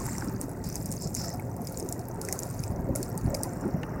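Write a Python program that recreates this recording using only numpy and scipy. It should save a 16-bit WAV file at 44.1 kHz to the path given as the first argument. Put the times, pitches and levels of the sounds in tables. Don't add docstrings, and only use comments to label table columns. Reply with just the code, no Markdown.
import sys
import numpy as np
from scipy import signal
from scipy.fft import rfft, irfft, next_fast_len
from scipy.io import wavfile
from scipy.ndimage import uniform_filter1d, map_coordinates

SR = 44100
rng = np.random.default_rng(int(sys.argv[2]) if len(sys.argv) > 2 else 0)


def wrap_up_sound(samples):
    columns = np.atleast_2d(samples).T
    tamed = np.clip(columns, -1, 1)
    steps = np.round(tamed * 32767).astype(np.int16)
    wavfile.write(sys.argv[1], SR, steps)


N = 176400

# pitch_hz, level_db
ENGINE_TONES = [(80, -52), (100, -47), (119.5, -45), (173, -50.5)]
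# frequency_hz, gain_db
RUMBLE_SPECTRUM = [(12, -39), (28, -8), (46, 1.5), (80, -2.5), (114, 3), (170, 3.5), (380, -10.5),
                   (650, -52.5)]
# time_s, level_db
RUMBLE_ENVELOPE = [(0, -35), (1.2, -39), (1.55, -40.5), (2.45, -41.5), (4, -37)]
# frequency_hz, gain_db
WASH_SPECTRUM = [(130, -25), (220, 4), (400, 1), (700, -2), (890, -7), (1060, -17), (1410, -26),
                 (2660, -42), (3300, -64)]
# time_s, level_db
WASH_ENVELOPE = [(0, -44.5), (1.8, -42), (4, -40.5)]
# frequency_hz, gain_db
SLUSH_SPECTRUM = [(500, -13.5), (900, 4.5), (1950, -4), (2400, -14.5), (2850, -11), (5000, -72)]
# time_s, level_db
SLUSH_ENVELOPE = [(0, -45.5), (.08, -49), (.25, -47), (.42, -53.5), (1.1, -61), (1.25, -51.5), (1.55, -58),
                  (2.3, -52), (2.75, -55), (3.85, -48.5)]
# frequency_hz, gain_db
CRACKLE_SPECTRUM = [(1200, -0.5), (2500, -2), (4100, -9.5), (5200, -0.5), (7200, 2), (11000, -5),
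                    (16000, -4)]
# time_s, level_db
CRUSH_ENVELOPE = [(0, -41.5), (.22, -43.5), (.38, -55.5), (.44, -53.5), (.635, -54.5), (.66, -42.5),
                  (.81, -47.5), (.94, -45.5), (1.12, -50.5), (1.19, -39), (1.36, -51), (1.58, -58.5),
                  (1.68, -46.5), (1.81, -48.5), (2.19, -57.5), (2.27, -46), (2.65, -46), (2.76, -57.5),
                  (2.92, -61.5), (3.02, -44.5), (3.12, -53.5), (3.33, -52.5), (3.45, -50), (3.76, -61.5)]
# start_s, length_s, level_db, pitch_hz
SKIDS = [(0, 0.32, -45, 7600), (.63, 0.15, -50.5, 4860), (1, .12, -45.5, 7300), (1, .11, -44, 5100),
         (1.145, 0.23, -40.5, 5200), (1.145, 0.11, -42, 7100), (3.33, 0.44, -59, 7300),
         (3.45, 1, -63.5, 5560)]
# frequency_hz, gain_db
HISS_SPECTRUM = [(2500, -23), (5400, -6), (8000, -14), (14000, 22)]
# start_s, level_db, pitch_hz
CLACKS = [(.078, -37, 980), (.086, -41, 1920), (.15, -42, 2060), (.181, -40, 966), (0.22, -35.5, 900),
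          (0.222, -33.5, 1410), (1.3958, -42, 2200), (2.2862, -35, 1940), (2.325, -42.5, 2030),
          (2.636, -45, 2500), (2.955, -45, 2130), (3.346, -42, 2330), (3.638, -44, 1470),
          (3.832, -39.5, 1770), (3.831, -35.5, 2860)]
# start_s, level_db, pitch_hz
THUDS = [(.132, -31.5, 177), (0.272, -31.5, 180), (.434, -31.5, 263), (0.499, -32.5, 129), (.659, -30, 154),
         (0.894, -27.5, 174), (1.054, -29.5, 154), (1.19, -32, 168), (1.372, -33, 115), (1.602, -30, 230),
         (2.596, -27.5, 135), (2.641, -32, 102), (2.698, -25, 98), (2.888, -32, 541), (2.9, -26, 107),
         (2.951, -33, 601), (3.002, -30.5, 368), (3.161, -28.5, 148), (3.24, -27.5, 238.5),
         (3.249, -21, 129), (3.273, -23, 95), (3.653, -31, 339), (3.665, -29.5, 210), (3.741, -21, 166)]
# start_s, length_s, level_db, pitch_hz
GRATES = [(.22, 0.18, -35, 270), (1.31, 0.14, -42.5, 708), (1.79, 0.17, -37.5, 393),
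          (2.13, 0.38, -40.5, 390), (2.57, 0.74, -35, 62), (2.85, 0.24, -32, 270), (3.22, 0.17, -27, 50),
          (3.27, 0.19, -36.5, 561), (3.6, 0.22, -31.5, 235)]
# start_s, level_db, pitch_hz
CRACKS = [(0.4133, -26.5, 8560), (.4937, -41, 10600), (0.6406, -38, 5200), (0.7275, -37, 6100),
          (0.7562, -26, 7600), (0.8589, -30.5, 8900), (.916, -30, 6800), (0.924, -30, 7400),
          (1.022, -32, 5260), (1.074, -34.5, 6900), (1.1434, -33, 7740), (1.1496, -23, 6500),
          (1.324, -50, 5300), (1.339, -41, 12850), (1.3977, -40, 12800), (1.566, -40.5, 12800),
          (1.618, -39.5, 11700), (1.671, -32, 5020), (1.724, -37.5, 11000), (1.7735, -29.5, 6950),
          (1.7986, -31, 6940), (1.8894, -30.5, 6730), (1.925, -25.5, 7400), (1.993, -38.5, 5240),
          (2.085, -36.5, 12200), (2.215, -28.5, 6200), (2.25, -32, 6300), (2.2873, -29.5, 7550),
          (2.326, -21, 6730), (2.3908, -25.5, 7100), (2.4333, -28, 7230), (2.6374, -31.5, 5380),
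          (2.953, -30.5, 6800), (2.9592, -24, 10440), (3.0291, -27, 7260), (3.177, -30, 8950),
          (3.3447, -29.5, 6360), (3.3482, -24.5, 5000), (3.4337, -21.5, 8660), (3.61, -43, 6900),
          (3.833, -46, 6360)]
# frequency_hz, gain_db
CRACK_SPECTRUM = [(1200, -30), (2500, -4), (4200, -8.5), (5200, 3), (11000, 4), (16000, -2.5)]
SHEET_MODES_HZ = [5350, 5810, 7300, 8150]
HULL_MODES_HZ = [270.4, 389, 539, 697.5, 893, 1390, 1864]


def amp(db):
    return 10 ** (np.asarray(db) / 20)


def unit(x):
    return x / np.sqrt(np.mean(x ** 2) + 1e-20)


def seconds(size):
    return np.arange(size) / SR


def envelope(rows):
    return np.interp(seconds(N), *np.transpose(rows))


def wobble(rate_hz):
    return map_coordinates(rng.standard_normal(1024), [seconds(N) * rate_hz], mode="mirror")


def shape(spectrum):
    f, db = np.transpose(spectrum)
    return lambda hz: amp(np.interp(np.log(hz + 1), np.log(f + 1), db))


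def resonance(f, centre_hz, width_hz):
    return 1j * f * width_hz / (centre_hz ** 2 - f ** 2 + 1j * f * width_hz)


def filtered(x, response):
    size = next_fast_len(2 * len(x))
    return irfft(rfft(x, size) * response(np.fft.rfftfreq(size, 1 / SR)), size)[:len(x)]


def noise(spectrum):
    return unit(filtered(rng.standard_normal(N), shape(spectrum)))


def decay(t, t60_s):
    return np.exp(-np.log(1000) * t / t60_s)


def grains(rate_hz, spread_db, t60_s):
    chance, size = rng.random(N), np.clip(rng.standard_normal(N), -2, 2)
    energy = (chance < rate_hz / SR) * amp(spread_db * size) ** 2
    fading = signal.lfilter([1], [1, -amp(-60 / (t60_s * SR)) ** 2], energy)
    return np.sqrt(fading) * rng.standard_normal(N)


def pings(rate_hz, low_hz, high_hz, cycles, spread_db):
    t = seconds(int(SR * cycles / low_hz) + 8)
    when, pitch, size = rng.random((int(rate_hz * N / SR), 3)).T[:, :, None]
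    hz = low_hz * (high_hz / low_hz) ** pitch
    gain = amp(-spread_db * np.log(size + .03)) * hz / low_hz
    waves = gain * np.sin(2 * np.pi * hz * t) * decay(t, cycles / hz)
    index = (when * N).astype(int) + np.arange(len(t))
    return np.bincount(index.ravel(), waves.ravel(), N)[:N]


def loudest(x, size):
    return np.sqrt(uniform_filter1d(x ** 2, size, mode="constant").max())


def add(track, start_s, sound):
    i = max(round(start_s * SR), 0)
    track[i:i + len(sound)] += sound[:N - i]


def ringing(x, modes_hz, width_hz, gain_db):
    return filtered(x, lambda f: 1 + amp(gain_db) * sum(resonance(f, hz, width_hz) for hz in modes_hz))


def hull(x):
    return ringing(x, HULL_MODES_HZ, width_hz=34, gain_db=-5.5)


def sheet(x):
    return ringing(x, SHEET_MODES_HZ, width_hz=80, gain_db=5)


def engine(firing_hz=18, throb_depth=.27, waver_db=2):
    tones, t = np.zeros(N), seconds(N)
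    for pitch_hz, level_db in ENGINE_TONES:
        amplitude = np.sqrt(2) * amp(level_db + waver_db * wobble(4.73))
        tones += amplitude * np.sin(2 * np.pi * pitch_hz * t + .4 * wobble(3.21))
    throb = 1 + throb_depth * np.sin(2 * np.pi * firing_hz * t)
    return tones + amp(envelope(RUMBLE_ENVELOPE)) * unit(throb * noise(RUMBLE_SPECTRUM))


def wash(gurgle_db=-3, churn_db=1.6):
    gurgles = pings(rate_hz=420, low_hz=237, high_hz=2590, cycles=65, spread_db=4.5)

    def churn(spectrum):
        gurgling = amp(gurgle_db) * unit(filtered(gurgles, shape(spectrum)))
        return unit(hull(noise(spectrum) + gurgling))

    water, slush = churn(WASH_SPECTRUM), churn(SLUSH_SPECTRUM)
    water_db = envelope(WASH_ENVELOPE) + churn_db * wobble(20)
    return amp(water_db) * water + amp(envelope(SLUSH_ENVELOPE)) * slush


def crackle():
    colour = shape(CRACKLE_SPECTRUM)
    ticks = grains(rate_hz=60, spread_db=6, t60_s=.014)
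    splinters = pings(rate_hz=500, low_hz=4200, high_hz=15000, cycles=55, spread_db=8)
    fragments = amp(-9) * unit(filtered(ticks, colour)) + amp(-3) * unit(filtered(splinters, colour))
    fizz = amp(-7) * noise(CRACKLE_SPECTRUM)
    return amp(envelope(CRUSH_ENVELOPE)) * (fragments + fizz)


def friction(rows, body, rate_hz, width_hz, rise_fraction):
    out, t = np.zeros(N), seconds(N)
    for start_s, length_s, level_db, pitch_hz in rows:
        chatter = body(grains(rate_hz, spread_db=2, t60_s=.0036))
        ring = unit(filtered(chatter, lambda f: resonance(f, pitch_hz, width_hz) ** 2))
        swell = np.interp((t - start_s) / length_s, [0, rise_fraction, 1], [0, 1, 0])
        out += amp(level_db) * ring * swell
    return out


def skids():
    return friction(SKIDS, sheet, rate_hz=3000, width_hz=1040, rise_fraction=.18)


def clacks(width_hz=600):
    out, t = np.zeros(N), seconds(4096)
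    for start_s, level_db, pitch_hz in CLACKS:
        floe = lambda f: resonance(f, pitch_hz, width_hz) ** 2
        crunch = filtered(rng.standard_normal(len(t)) * decay(t, t60_s=.028), floe)
        ring = filtered(np.sin(2 * np.pi * pitch_hz * t) * decay(t, t60_s=.02), floe)
        clack = unit(ring) + unit(crunch)
        add(out, start_s, amp(level_db) * clack / loudest(clack, size=128))
    return out


def thuds(attack_s=.0047):
    out, t = np.zeros(N), seconds(SR // 4)
    for start_s, level_db, pitch_hz in THUDS:
        swell = (1 - np.exp(-(t / attack_s) ** 2)) * decay(t, t60_s=.057)
        tone = np.sqrt(2) * np.sin(2 * np.pi * pitch_hz * t)
        add(out, start_s, amp(level_db) * swell / swell.max() * tone)
    return out


def grates():
    return friction(GRATES, hull, rate_hz=820, width_hz=158, rise_fraction=.23)


def cracks(broad_hz=6000, narrow_hz=300, narrow_db=8.5, trim_db=-.5):
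    out, t = np.zeros(N), seconds(SR // 4)
    lead = 64
    for start_s, level_db, pitch_hz in CRACKS:
        excitation, scatter = rng.standard_normal((2, len(t)))
        ring_db = -11 + 4 * rng.standard_normal()
        burst = excitation * (decay(t, t60_s=.005) + amp(ring_db) * decay(t, t60_s=.025))
        plate = lambda f: (resonance(f, pitch_hz, broad_hz)
                           + amp(narrow_db) * resonance(f, pitch_hz, narrow_hz))
        tail = amp(-22) * scatter * decay(t, t60_s=.17)
        snap = np.pad(filtered(burst, plate) + tail, (lead, 0))
        crack = filtered(snap, shape(CRACK_SPECTRUM))
        add(out, start_s - lead / SR, amp(level_db + trim_db) * crack / loudest(crack, size=66))
    return out


def scene():
    ice_sounds = cracks() + clacks() + crackle() + skids()
    hull_sounds = thuds() + wash() + grates()
    return (ice_sounds + hull_sounds + engine() + amp(-61) * noise(HISS_SPECTRUM))[None]


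def record(dry):
    dip_hz, width_hz, dip_db, top_hz = 3150, 480, -10.5, 16000
    response = lambda hz: amp(dip_db * np.exp(-((hz - dip_hz) / width_hz) ** 2)) * (hz < top_hz)
    return np.array([filtered(x, response) for x in dry])


dry = scene()
out = record(dry)
wrap_up_sound(out)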